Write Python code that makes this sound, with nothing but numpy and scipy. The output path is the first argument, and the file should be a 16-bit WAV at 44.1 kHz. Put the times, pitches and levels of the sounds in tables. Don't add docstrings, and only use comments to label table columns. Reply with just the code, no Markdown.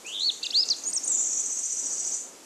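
import sys
import numpy as np
from scipy import signal
from scipy.fft import rfft, irfft
from scipy.io import wavfile
from scipy.ndimage import uniform_filter1d

SR = 44100
rng = np.random.default_rng(int(sys.argv[2]) if len(sys.argv) > 2 else 0)


def inscribe(sig):
    pcm = np.round(np.clip(np.atleast_2d(sig).T, -1, 1) * 32767)
    wavfile.write(sys.argv[1], SR, pcm.astype(np.int16))


N = 108045
TIME = np.arange(N) / SR
HZ = np.maximum(np.arange(N // 2 + 1) * SR / N, 1)
NOTE_EDGE_S = .003

# start t/s, end t/s, first rate f/Hz, last rate f/Hz, widest span f/Hz
WARBLE = (.083, .262, 123, 68, 680)


def from_db(db):
    return 10 ** (np.asarray(db) / 20)


def rms_one(x):
    return x / np.sqrt(np.mean(x ** 2) + 1e-20)


def drift(rate):
    r = np.exp(-2 * np.pi * rate / SR)
    noise = rng.standard_normal(2 * N)
    settled = signal.lfilter([1], [1, -2 * r, r * r], noise)[N:]
    return rms_one(settled)


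def curve(x, points):
    return np.interp(x, *np.transpose(points))


def colour(x, points):
    hz, db = np.transpose(points)
    gain = from_db(np.interp(np.log(HZ), np.log(hz), db))
    return irfft(rfft(x) * gain, N)


def gate(start, end, edge):
    return np.clip(np.minimum(TIME - start, end - TIME) / edge + .5, 0, 1)


def foliage(x, t60):
    build_s = .008
    t = TIME[:SR]
    echoes = rng.standard_normal(SR) * from_db(-60 * t / t60) * (1 - np.exp(-t / build_s))
    return signal.fftconvolve(x, echoes / np.sqrt(np.sum(echoes ** 2)))[:N]


def air():
    rush_db, waver_db, waver_hz = -53, 2.01, 7.7
    # f/Hz, relative level per Hz/dB
    rush_spectrum = [(25, -22), (110, -29), (170, -10), (280, 2), (480, -0.5), (750, -4), (1300, -8),
                     (2200, -17), (3500, -31.5)]
    # f/Hz, side minus mid level/dB
    side_level = [(70, 3), (125, -2), (250, -22), (500, -20), (1100, -7), (4000, -24)]
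    # f/Hz, relative level per Hz/dB
    hiss_spectrum = [(1200, -8), (2300, -0.5), (4000, -0.5), (7000, 5), (9500, -3.5), (12000, -6),
                     (13500, -25), (15300, -39)]
    # t/s, level/dB
    hiss_level = [(0, -50.5), (1.15, -48.5), (2.12, -48.5), (2.3, -52)]

    mid, side, hiss = rng.standard_normal((3, N))
    mid = rms_one(colour(mid, rush_spectrum))
    side = colour(rms_one(colour(side, rush_spectrum)), side_level)
    left_right = np.array([mid + side, mid - side])
    rush = from_db(rush_db + waver_db * drift(waver_hz)) * left_right
    return rush + from_db(curve(TIME, hiss_level)) * rms_one(colour(hiss, hiss_spectrum))


def flutter(start, end, first_rate, last_rate, span):
    u = np.clip((TIME - start) / (end - start), 0, 1)
    rate = (first_rate + (last_rate - first_rate) * u) * (1 + .025 * drift(20))
    swing_span = span * 2 * np.sqrt(u * (1 - u))
    return swing_span, np.cumsum(rate * (TIME > start)) / SR


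def pitch_swings():
    jitter_from_s, jitter_spread_hz = 1.128, 148
    # start t/s, end t/s, first rate f/Hz, last rate f/Hz, widest span f/Hz
    quaver_course = (1.2035, 1.43, 46, 46, 1750)

    span, turns = flutter(*WARBLE)
    warble = span / 2 * np.sin(2 * np.pi * turns)
    span, turns = flutter(*quaver_course)
    arches = np.abs(np.sin(np.pi * turns)) - 2 / np.pi
    jitter = jitter_spread_hz * (TIME > jitter_from_s) * drift(133)
    return warble, span * arches + jitter


def near_bird():
    undertone_db = -31
    scatter_db, t60_s = -13.5, .36
    warble_swell_db = 5
    # t/s, f/Hz, level/dB
    phrase = [
        [(.048, 2338, -45.5), (.085, 2900, -39.5), (.11, 2794, -42), (.15, 3445, -34), (.19, 3277, -34),
         (.232, 4060, -27), (.27, 4485, -23), (.285, 4300, -23.5), (.301, 3500, -21.5), (.31, 2560, -48)],
        [(.429, 3393, -32.5), (.433, 4867, -25), (.446, 3020, -36), (.464, 2430, -43.5)],
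        [(.456, 5220, -33), (.464, 4420, -33), (.468, 3750, -22.5), (.473, 3280, -36)],
        [(.503, 3090, -42), (.508, 4200, -25), (.514, 5500, -35.5), (.521, 5600, -44)],
        [(.52, 2543, -49), (.54, 3450, -30), (.555, 4134, -20.5), (.58, 4670, -19.5), (.609, 5110, -20.5),
         (.616, 5250, -33.5), (.628, 5120, -24.5), (.635, 4400, -22), (.642, 3270, -46)],
        [(.687, 6900, -24), (.689, 5400, -23), (.692, 3700, -27.5)],
        [(.698, 6700, -28), (.703, 5740, -23.5), (.709, 4780, -18), (.72, 4280, -22.5), (.732, 3865, -31.5),
         (.741, 3250, -42)],
        [(.836, 7400, -40), (.839, 5750, -29.5), (.845, 7700, -35)],
        [(.842, 4570, -43), (.852, 6380, -34), (.879, 6910, -27), (.903, 6890, -33.5)],
        [(.862, 8900, -47), (.885, 8680, -36.5), (.903, 8900, -35), (.913, 7400, -34)],
        [(.929, 4230, -35.5), (.933, 6160, -26), (.938, 8300, -29), (.944, 8900, -32), (.954, 8100, -27.5),
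         (.961, 7100, -25.5), (.973, 5900, -24.5), (.984, 5240, -26)],
        [(1.034, 5960, -28), (1.039, 7700, -30), (1.042, 6160, -27.5), (1.048, 8400, -30), (1.066, 9300, -42)],
        [(1.076, 9400, -30), (1.081, 6610, -24), (1.092, 8390, -36), (1.1, 7780, -26), (1.122, 7380, -23.5),
         (1.139, 6980, -28), (1.159, 7470, -24), (1.167, 6825, -30), (1.203, 7330, -27), (1.25, 6990, -30),
         (1.31, 6460, -33), (1.42, 6970, -29)],
    ]
    # f/Hz, level spread/dB
    shimmer_spread = [(5200, .8), (6800, 2.3)]
    # level/dB, pitch spread f/Hz
    waver_spread = [(-40, 55), (-28, 22)]

    warble, quaver = pitch_swings()
    waver, flicker = drift(300), drift(300)
    swell = warble_swell_db * 2 * warble / WARBLE[4]
    song = np.zeros(N)
    for k, note in enumerate(phrase):
        s, hz, db = np.transpose(note)
        glide = uniform_filter1d(np.interp(TIME, s, hz), size=100)
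        level = np.interp(TIME, s, db)
        pitch = glide + warble + quaver + waver * curve(level, waver_spread)
        phase = 2 * np.pi * np.cumsum(pitch) / SR
        shimmer = flicker * curve(glide, shimmer_spread)
        voice = np.sin(phase)
        if k == len(phrase) - 1:
            voice += from_db(undertone_db) * np.sin(phase / 2)
        loudness = np.sqrt(2) * from_db(level + shimmer + swell)
        song += voice * loudness * gate(s[0], s[-1], NOTE_EDGE_S)
    return song + from_db(scatter_db) * foliage(song, t60_s)


def sweeps(rows, length, to_hz):
    bend = 0.74
    rough_hz = 110
    out = np.zeros(N + SR)
    u = np.linspace(0, 1, int(length * SR))
    unsteady = rough_hz * drift(426)
    for s, db, from_hz in rows:
        glide = from_hz + (to_hz - from_hz) * u ** bend
        i = int(np.clip(s * SR, 0, N - len(u)))
        phase = 2 * np.pi * np.cumsum(glide + unsteady[i:i + len(u)]) / SR
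        envelope = np.sqrt(2) * from_db(db) * np.sin(np.pi * u)
        out[i:i + len(u)] += envelope * np.sin(phase)
    return out[:N]


def far_bird():
    tick_db, tick_s, tick_from_hz, tick_to_hz = -34.5, .015, 3820, 8900
    trill_start_s, trill_period_s = 1.0765, .0612
    trill_slowing_s = .00068
    down_s, down_from_hz, down_to_hz = 0.019, 9450, 6380
    up_lead_s, up_s, up_to_hz = .027, 0.022, 7370
    up_db = 0.5
    up_first_hz, up_last_hz = 5060, 4300
    tick_scatter_db, tick_t60_s = 2.5, 0.5
    trill_scatter_db, trill_t60_s = 1.5, 0.44
    tick_times = [.06, .19, .31, .427, .539, .648, .758, .87, .99]
    # t/s, level/dB
    trill_level = [(1.08, -30), (1.33, -28.5), (1.5, -27.5), (1.9, -27.5), (2.12, -27)]
    # f/Hz, level/dB
    direct_colour = [(5000, -9.5), (5700, -9), (7000, -1.5), (8400, -4.5), (8900, -11)]
    # f/Hz, level/dB
    echo_colour = [(4600, 3.5), (5470, -16.5), (5750, 1), (6750, 1.5), (7400, -2), (8400, -4), (8650, -7)]

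    k = np.arange(17)
    times = trill_start_s + trill_period_s * k + trill_slowing_s * k * (k - 1) / 2
    levels = curve(times, trill_level)
    tick_rows = [(s, tick_db, tick_from_hz) for s in tick_times]
    down_rows = [(s, db, down_from_hz) for s, db in zip(times, levels)]
    up_starts_hz = np.linspace(up_first_hz, up_last_hz, len(k))
    up_rows = zip(times - up_lead_s, levels + up_db, up_starts_hz)

    ticks = sweeps(tick_rows, tick_s, tick_to_hz)
    down = sweeps(down_rows, down_s, down_to_hz)
    trill = sweeps(up_rows, up_s, up_to_hz) + down
    echoes = from_db(tick_scatter_db) * foliage(ticks, tick_t60_s)
    echoes += from_db(trill_scatter_db) * foliage(trill, trill_t60_s)
    return colour(ticks + trill, direct_colour) + colour(echoes, echo_colour)


def distant_whistler():
    echo_db, t60_s = -3.5, 0.83
    # t/s, f/Hz, peak level/dB
    whistle_course = [(0.421, 2647, -47), (0.453, 2833, -35), (0.482, 2640, -60), (0.719, 2733, -56)]

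    s, hz, db = np.transpose(whistle_course)
    tone = np.sin(2 * np.pi * np.cumsum(np.interp(TIME, s, hz)) / SR)
    note = tone * from_db(np.interp(TIME, s, db)) * gate(s[0], s[-1], NOTE_EDGE_S)
    return note + from_db(echo_db) * foliage(note, t60_s)


def scene():
    return near_bird() + far_bird() + distant_whistler() + air()


def record(dry):
    return signal.sosfilt(signal.cheby2(12, 70, 16000, fs=SR, output="sos"), dry)


dry = scene()
out = record(dry)
inscribe(out)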